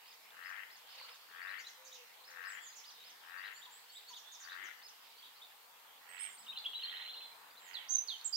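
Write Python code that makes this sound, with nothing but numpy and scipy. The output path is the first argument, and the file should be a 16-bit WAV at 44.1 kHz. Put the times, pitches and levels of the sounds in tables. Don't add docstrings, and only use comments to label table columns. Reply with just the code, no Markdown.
import sys
import numpy as np
from scipy import signal
from scipy.fft import rfft, irfft, next_fast_len
from scipy.io import wavfile
from scipy.ndimage import uniform_filter1d, map_coordinates

SR = 44100
rng = np.random.default_rng(int(sys.argv[2]) if len(sys.argv) > 2 else 0)


def materialize(psi):
    bounded = np.clip(np.atleast_2d(psi).T, -1, 1)
    quanta = np.round(bounded * 32767).astype(np.int16)
    wavfile.write(sys.argv[1], SR, quanta)


N = 368676


def amp(db):
    return 10 ** (np.asarray(db) / 20)


def unit_rms(x):
    return x / np.sqrt(np.mean(x ** 2) + 1e-20)


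def along(points, hz):
    freqs, values = np.transpose(points)
    return np.interp(np.log(hz + 1), np.log(freqs + 1), values)


def automation(rows, outside=None):
    times, *columns = np.transpose(rows)
    return [np.interp(np.arange(N) / SR, times, column, outside, outside) for column in columns]


def wobble(rate, size=N):
    knots = rng.standard_normal(int(size * rate / SR) + 4)
    return map_coordinates(knots, [np.arange(size) * rate / SR])


def filtered(x, response):
    size = next_fast_len(N + SR // 2)
    return irfft(rfft(x, size) * response(np.fft.rfftfreq(size, 1 / SR)), size)[..., :N]


def pan(pan_db):
    gains = amp(np.array([pan_db, -pan_db]).reshape(2, -1) / 2)
    return gains / np.sqrt(np.mean(gains ** 2, axis=0))


def add(track, s, sound, pan_db=0):
    i = int(np.clip(round(s * SR), 0, N))
    track[:, i:i + len(sound)] += pan(pan_db) * sound[:N - i]


def voice(hz, edge, rough, flutter_db):
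    u = np.linspace(0, 1, len(hz))
    phase = 2 * np.pi * np.cumsum(hz * (1 + rough * wobble(917, size=SR // 2)[:len(u)])) / SR
    fades = np.sin(np.pi / 2 * np.clip(np.minimum(u, 1 - u) / edge, 0, 1))
    flutter = amp(flutter_db * wobble(267, size=SR // 2)[:len(u)])
    return np.sqrt(2) * fades * flutter * (np.sin(phase) + amp(-39) * np.sin(2 * phase))


def note(length, pitches, edge=.15, rough=.0034, flutter_db=0):
    u = np.linspace(0, 1, max(int(length * SR), 2))
    contour = np.polyfit(np.linspace(0, 1, len(pitches)), np.log(pitches), len(pitches) - 1)
    return voice(np.exp(np.polyval(contour, u)), edge, rough, flutter_db)


# (frequency [Hz], decay to -60 dB [s])
TREE_DECAY = [(500, 1), (2000, 0.62), (4000, 0.81), (7000, 0.46), (12000, 0.33)]

def outdoors(x, reeds_db, trees_db, reeds_t60, lag=0):
    t = np.arange(SR * 2 // 3) / SR
    hz, when, bins = signal.stft(rng.standard_normal((2, len(t))), SR, nperseg=256)
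    decay = amp(-60 * when / along(TREE_DECAY, hz)[:, None])
    trees = signal.istft(bins * decay, SR, nperseg=256)[1][:, :len(t)]
    reeds = rng.standard_normal((2, len(t))) * amp(-60 * t / reeds_t60) * (t > .002)
    echo = amp(reeds_db) * reeds / np.linalg.norm(reeds[0])
    echo += amp(trees_db) * trees / np.linalg.norm(trees[0])
    direct = filtered(x, lambda f: np.exp(1j * np.pi * f * lag / SR * np.array([[-1], [1]])))
    send = (x + x.mean(axis=0)) / 2
    return direct + signal.fftconvolve(send, echo, axes=1)[:, :N]


# (frequency [Hz], left-right correlation [ratio])
BED_CORRELATION = [(60, 1), (150, 1), (380, 0.91), (950, 0.34), (2380, 0.042), (5980, 0.016), (15000, 0.04)]
# (frequency [Hz], left over right [dB])
BED_PAN = [(60, 2), (150, -2), (380, 3.5), (950, 7.5), (2380, -3), (5980, -1.5), (15000, -17)]

def noise_bed(spectrum, patchy_db):
    bins = signal.stft(rng.standard_normal((2, N)), nperseg=512)[2]
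    patches = uniform_filter1d(uniform_filter1d(rng.standard_normal(bins.shape[1:]), 6, 0), 14, 1)
    noise = signal.istft(bins * amp(patchy_db * unit_rms(patches)), nperseg=512)[1][:, :N]
    width = lambda hz: np.arccos(np.clip(along(BED_CORRELATION, hz), -1, 1)) / 2
    mid, side = filtered(
        noise, lambda hz: amp(along(spectrum, hz)) * [np.cos(width(hz)), np.sin(width(hz))])
    return unit_rms(filtered(np.array([mid + side, mid - side]), lambda hz: pan(along(BED_PAN, hz))))


def drop(hz, decay_s):
    t = np.arange(SR // 100) / SR
    tick = np.diff(rng.standard_normal(len(t) + 1))
    return np.exp(-t / decay_s) * (np.cos(2 * np.pi * hz * t) + .1 * tick)


# (time [s], wash level [dB], patter level [dB])
RAIN_LEVELS = [(0, -69, -63.5), (3, -68.5, -62), (5.6, -69.5, -64), (6.5, -65.5, -65.5), (7.4, -65, -66),
               (8.36, -67.5, -63)]
# (frequency [Hz], level [dB])
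WASH_EQ = [(25, -78), (60, -33), (130, -27), (210, -18.5), (360, -17.5), (480, -6), (560, -10), (880, 1),
           (1400, -4), (2500, -11), (5500, -77)]
PATTER_EQ = [(150, -50), (900, -23.5), (1600, 2.5), (3300, 8), (5000, 1.5), (7000, -14), (10000, -36),
             (16000, -50.5)]

def rain(ticks=420):
    wash_db, patter_db = automation(RAIN_LEVELS)
    out = amp(wash_db + 3.5) * noise_bed(WASH_EQ, patchy_db=1.4)
    out += amp(patter_db + .5) * noise_bed(PATTER_EQ, patchy_db=2.83)
    for at, size, tune, place in rng.random((ticks, 4)):
        tick = amp(-63.5 + 15.3 * size ** 3) * drop(1200 * 4 ** tune, decay_s=.00061)
        add(out, at * N / SR, tick, pan_db=16 * (place - .5))
    return out


# (time [s], level [dB], pitch [Hz])
NEAR_DRIPS = [(0.306, -48, 3540), (1.0, -42, 2090), (1.014, -43.5, 1020), (1.094, -48, 3420),
              (4.689, -39, 1480), (8.213, -38, 4200)]

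def drips():
    out = np.zeros((2, N))
    for s, db, hz in NEAR_DRIPS:
        add(out, s, amp(db - 2.5) * drop(hz, decay_s=.0022))
    return out


# (time [s], level [dB])
SPLASH_LEVELS = [(.87, -68.5), (.94, -60), (1.0, -58), (1.09, -60.5), (1.18, -69)]
# (frequency [Hz], level [dB])
SPRAY_EQ = [(200, -68), (520, -16), (1100, -7), (3000, -5), (4500, -3), (6000, -21), (15000, -37)]

def paddling():
    splash_db, = automation(SPLASH_LEVELS, outside=-120)
    return amp(splash_db + 5 + 1.8 * wobble(180)) * noise_bed(SPRAY_EQ, patchy_db=4)


# (peak time [s], half-width [s], band centre [Hz], level [dB])
LOW_THUDS = [(4.63, .05, 340, -74.5), (6.45, .13, 205, -82)]

def thuds(octaves=.38):
    t = np.arange(N) / SR
    out = np.zeros(N)
    for s, width, hz, db in LOW_THUDS:
        band = filtered(rng.standard_normal(N), lambda f: np.exp(-(np.log2((f + 1) / hz) / octaves) ** 2))
        out += amp(db) * np.exp(-((t - s) / width) ** 2) * unit_rms(band)
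    return out


# (time [s], length [s], level [dB])
FAR_HOOTS = [(.94, .19, -75), (1.77, 0.29, -69), (2.28, .14, -73.5)]

def hoots():
    out = np.zeros((2, N))
    for s, length, db in FAR_HOOTS:
        add(out, s, amp(db + 2.5) * note(length, [515, 515, 470]), pan_db=8)
    return out


# (time [s], level [dB])
SOFT_PLOPS = [(3.665, -62), (4.10, -61)]

def plops():
    out = np.zeros((2, N))
    for s, db in SOFT_PLOPS:
        add(out, s, amp(db + .5) * note(.046, [1040, 970, 910]), pan_db=6)
    return out


# (time [s], length [s], pitch [Hz], level [dB])
FAR_WHISTLES = [(2.538, .11, 3330, -68.5), (2.952, 0.0701, 3750, -68), (4.24, .1, 3570, -64)]

def far_bird():
    out = np.zeros((2, N))
    for s, length, hz, db in FAR_WHISTLES:
        add(out, s, amp(db - .5) * note(length, hz * np.array([.95, .99, 1.06]), rough=.017))
    return outdoors(out, reeds_db=1, trees_db=4.5, reeds_t60=.25)


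# (time [s], length [s], middle pitch [Hz], glide [octaves], level [dB])
TREE_NOTES = [(2.469, .088, 7610, -0.26, -50.5), (2.611, 0.082, 6970, -0.26, -48.5),
              (3.529, 0.078, 7160, .09, -54.5), (3.703, 0.077, 7590, 0.19, -54.5),
              (3.915, 0.062, 7740, 0.031, -54), (6.081, 0.097, 8090, -0.11, -55),
              (6.285, .035, 7400, -0.054, -52), (6.325, .045, 8770, 0.024, -53.5),
              (6.381, .028, 7900, .05, -53), (7.22, .2, 8470, 0.077, -71), (7.59, .07, 7520, .1, -61),
              (7.65, .05, 6870, -.3, -54.5)]

def thin_notes(arch=.0248):
    out = np.zeros((2, N))
    for s, length, hz, glide, db in TREE_NOTES:
        pitches = hz * 2 ** (glide * np.linspace(-.5, .5, 3)) * [1 - arch, 1, 1 - arch]
        add(out, s, amp(db - 11.5) * note(length, pitches, rough=.017, flutter_db=2.5), pan_db=-4)
    return outdoors(out, reeds_db=2, trees_db=2, reeds_t60=.17)


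# (time [s], level [dB], chirps [count])
HOARSE_CHIRPS = [(1.586, -58.5, 2), (1.843, -56.5, 2), (2.755, -53, 1), (4.083, -58.5, 2), (4.315, -55, 2),
                 (4.634, -59, 1)]

def rasps(spacing_s=.079):
    out = np.zeros((2, N))
    for s, db, count in HOARSE_CHIRPS:
        for k in range(round(count)):
            chirp = note(.048, [6900, 6200, 5300], edge=.25, rough=.0705)
            add(out, s + k * spacing_s, amp(db - 3.5) * chirp, pan_db=-10)
    return outdoors(out, reeds_db=-1, trees_db=.5, reeds_t60=.11)


def lopsided(arch):
    return np.array(arch) * (1 + rng.standard_normal(len(arch)) * .03 * abs(np.linspace(-1, 1, len(arch))))


# (crest time [s], pitch [Hz], level [dB])
CHICK_PEEPS = [(.097, 5370, -65), (.462, 5126, -63), (.735, 5400, -63.5), (.917, 5200, -64),
               (1.114, 5360, -65), (2.273, 5400, -61.5), (2.472, 5160, -61), (2.7, 5030, -62),
               (2.875, 5010, -58.5), (3.067, 5170, -59.5), (4.852, 5240, -57.5), (6.209, 5400, -62),
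               (6.405, 5360, -67.5)]

def peeping_chick():
    out = np.zeros((2, N))
    for s, hz, db in CHICK_PEEPS:
        arch = note(.072, hz * lopsided([.56, .94, .99, .94, .6]), edge=.058, rough=.013, flutter_db=3.5)
        slide = note(.026, hz * np.array([1.27, 1.12, .9]))
        add(out, s - .036, amp(db - 2) * arch, pan_db=-3)
        add(out, s + .03, amp(db - 2.5) * slide, pan_db=-3)
    return out


# (arch crest time [s], arch pitch [Hz], level [dB])
CHICK_PIPS = [(1.497, 4122, -57.5), (1.664, 4080, -56), (1.94, 4040, -59), (3.457, 4080, -56),
              (3.639, 3940, -56), (3.972, 3924, -55), (4.155, 3885, -52), (4.515, 4070, -53),
              (5.251, 3960, -58), (5.44, 3850, -58.5), (7.579, 4110, -63), (7.96, 4130, -58.5)]

def pipping_chick(pip_ratio=1.18):
    out = np.zeros((2, N))
    for s, hz, db in CHICK_PIPS:
        pip = note(.042, pip_ratio * hz * lopsided([.87, .975, .98]), edge=.28, rough=.012, flutter_db=3)
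        arch = note(.056, hz * lopsided([.73, .92, .985, .95, .69]), edge=.12, rough=.02, flutter_db=4)
        slide = note(.029, hz * np.array([1.25, 1.1, .86]))
        add(out, s - .088, amp(db - 6.5) * pip, pan_db=-2)
        add(out, s - .028, amp(db - 3.5) * arch, pan_db=-2)
        add(out, s + .004, amp(db - 8.5) * slide, pan_db=-2)
    return out


# (pitch [Hz], length [s], level [dB])
HELD_NOTES = [(3750, 0.0418, -43.5), (4160, .02, -37), (3310, 0.019, -32.5), (3910, .032, -36),
              (4200, .014, -33.5)]
# (time [s], start pitch [Hz], level [dB])
WARBLE_UPSWEEPS = [(6.522, 2480, -48.5), (6.573, 3290, -39), (6.79, 2620, -47), (6.847, 2900, -40)]

def warble(start_s=6.46, syllable_s=.0886):
    out = np.zeros((2, N))
    for k, (hz, length, db) in enumerate(HELD_NOTES):
        s = start_s + k * syllable_s
        swoop = note(.0238, [4420, 2830, 3220], rough=.039, flutter_db=3)
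        held = note(length, [hz / 1.02, hz, hz * 1.015], rough=.019, flutter_db=2.5)
        add(out, s, amp(db - 16) * swoop, pan_db=-2)
        add(out, s + .018, amp(db - 7) * held, pan_db=1.5)
    for s, hz, db in WARBLE_UPSWEEPS:
        add(out, s, amp(db - 5) * note(.017, [hz, hz * 1.45], rough=.035, flutter_db=3.5), pan_db=-3)
    return out


# (time [s], low voice level [dB], high voice level [dB])
TRILL_LEVELS = [(6.86, -48.5, -59), (6.94, -46.5, -54), (7.05, -50, -52), (7.15, -53, -52.5),
                (7.27, -56, -54.5), (7.3, -69, -67)]

def trill(sweep_hz=15, throb_hz=26):
    low_db, high_db = automation(TRILL_LEVELS, outside=-120)
    t = np.arange(N) / SR - TRILL_LEVELS[0][0]
    sweep = 2 * np.pi * sweep_hz * t + .75 * wobble(30)
    low_hz = 3330 - 340 * np.sin(sweep + .4) + 190 * wobble(330)
    low_gain = (1 - .5 * np.cos(sweep)) * amp(2.6 * wobble(200))
    low = low_gain * np.sin(2 * np.pi * np.cumsum(low_hz) / SR)
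    throb = np.sin(2 * np.pi * throb_hz * t + .5 * wobble(20))
    high_hz = 4080 + 60 * throb + 55 * wobble(200)
    high = (1 + .46 * throb) * np.sin(2 * np.pi * np.cumsum(high_hz) / SR)
    return amp(low_db - 1.5) * low + amp(high_db + .6) * high


# (time [s], level [dB])
FALLING_SLURS = [(7.733, -39), (8.073, -34)]

def slurs(from_hz=5400, to_hz=2970, settle_s=.025, length_s=.1, attack_s=.02, fade_db_per_s=242):
    out = np.zeros((2, N))
    t = np.arange(int(length_s * SR)) / SR
    hz = to_hz + (from_hz - to_hz) * np.exp(-t / settle_s)
    envelope = np.minimum(t / attack_s, 1) * amp(-fade_db_per_s * np.maximum(t - attack_s, 0))
    for s, db in FALLING_SLURS:
        add(out, s, amp(db - 4) * envelope * voice(hz, edge=.044, rough=.015, flutter_db=3.5), pan_db=-8)
    return out


# (time [s], length [s], top pitch [Hz], pitch sag [share], level [dB])
LOUD_WHISTLES = [(6.187, .1, 8490, .055, -36.5), (7.884, 0.14, 6295, .04, -26),
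                 (8.243, .04, 7920, 0.2, -31)]
# (position [share of length], level [dB])
WHISTLE_ENVELOPE = [(0, -14.5), (.2, -3), (.52, -1), (1, -13)]
# (time [s], length [s], start, middle and end pitches [Hz], level [dB])
CLOSING_NOTE = (8.326, 0.038, [5250, 4780, 6130], -28.5)

def whistles(scoop_depth=.28, scoop_s=.0042):
    out = np.zeros((2, N))
    for s, length, top_hz, sag, db in LOUD_WHISTLES:
        u = np.linspace(0, 1, int(length * SR))
        hz = top_hz * (1 - scoop_depth * np.exp(-u * length / scoop_s)) * (1 - sag * u ** 2)
        swell = amp(db - 5.5 + np.interp(u, *np.transpose(WHISTLE_ENVELOPE)))
        add(out, s, swell * voice(hz, edge=.052, rough=.0048, flutter_db=2.5), pan_db=-14)
    s, length, pitches, db = CLOSING_NOTE
    add(out, s, amp(db - 7) * note(length, pitches, rough=.01, flutter_db=2), pan_db=-20)
    return out


def songbird():
    quick = outdoors(warble() + trill(), reeds_db=-1.5, trees_db=-8, reeds_t60=.18, lag=1.74)
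    return quick + outdoors(slurs() + whistles(), reeds_db=-4.5, trees_db=-9, reeds_t60=.18, lag=2.06)


# (time [s], level [dB], frog [name])
CROAK_CUES = [(.321, -36.5, "left"), (1.29, -35, "left"), (2.279, -36, "left"), (3.215, -37, "left"),
              (4.404, -37, "left"), (6.02, -43, "right"), (6.79, -44, "right"), (7.585, -45, "right")]
FROG_VOICES = {"left": (0.3136, 18.5, 1759.5, -15), "right": (0.28, -30, 1915, -6)}
# (position [share of length], effort [dB], pulse rate [Hz])
CROAK_SHAPE = [(0, -18, 78), (.25, -7, 88), (.52, -2, 93), (.85, -3, 102), (1, -6, 106)]

def frogs(fill_rise=.11, jitter_s=.0003, breakup_s=.0016):
    out = np.zeros((2, N))
    t = np.arange(SR // 80) / SR
    envelope = np.interp(t, [0, .001, .003, .0045, .0075, .011], [0, .55, 1, .3, .1, 0])
    chirp = np.interp(t, [0, .004, .006], [.84, 1.14, 1.02])
    positions, efforts, rates = np.transpose(CROAK_SHAPE)
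    u = np.linspace(0, 1, 200)
    for start, db, frog in CROAK_CUES:
        length, pan_db, hz, rasp_db = FROG_VOICES[frog]
        cycles = np.cumsum(np.interp(u, positions, rates)) * length / len(u)
        pulse_positions = np.interp(np.arange(int(cycles[-1]) + 1), cycles, u)
        for at, (size, tune, late, tilt) in zip(pulse_positions, rng.standard_normal((64, 4))):
            sac_hz = hz * (.944 + fill_rise * at + .051 * tune)
            phase = 2 * np.pi * np.cumsum(sac_hz * chirp) / SR
            throat = amp(-7.5 - 5.5 * at) * np.sin(.729 * phase + 2 * tilt)
            rasp = amp(rasp_db + 5.6 * at) * np.sin((1.45 + .073 * tilt) * phase)
            gain = amp(db - .76 + np.interp(at, positions, efforts) + 1.6 * size)
            pulse = gain * envelope * (np.sin(phase) + throat + rasp)
            slip_s = (jitter_s + breakup_s * at ** 4) * late
            add(out, start + at * length - .0025 + slip_s, pulse, pan_db)
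    return outdoors(out, reeds_db=-2, trees_db=-4, reeds_t60=.13)


def scene():
    mix = frogs()
    mix += outdoors(peeping_chick() + pipping_chick(), reeds_db=-4, trees_db=-6, reeds_t60=.15, lag=11)
    mix += rasps() + songbird() + thin_notes() + far_bird()
    mix += outdoors(hoots() + plops(), reeds_db=-10, trees_db=-13, reeds_t60=.1)
    return mix + thuds() + rain() + drips() + paddling()


# (frequency [Hz], level [dB])
HISS_EQ = [(300, -39), (3000, -21), (7000, -4.5), (10500, -7), (13500, -0.5), (16000, -3.5)]
HIGH_CUT_HZ = 15800

def record(dry):
    hiss = amp(-63) * unit_rms(filtered(rng.standard_normal((2, N)), lambda hz: amp(along(HISS_EQ, hz))))
    return filtered(dry + hiss, lambda hz: hz < HIGH_CUT_HZ)


dry = scene()
out = record(dry)
materialize(out)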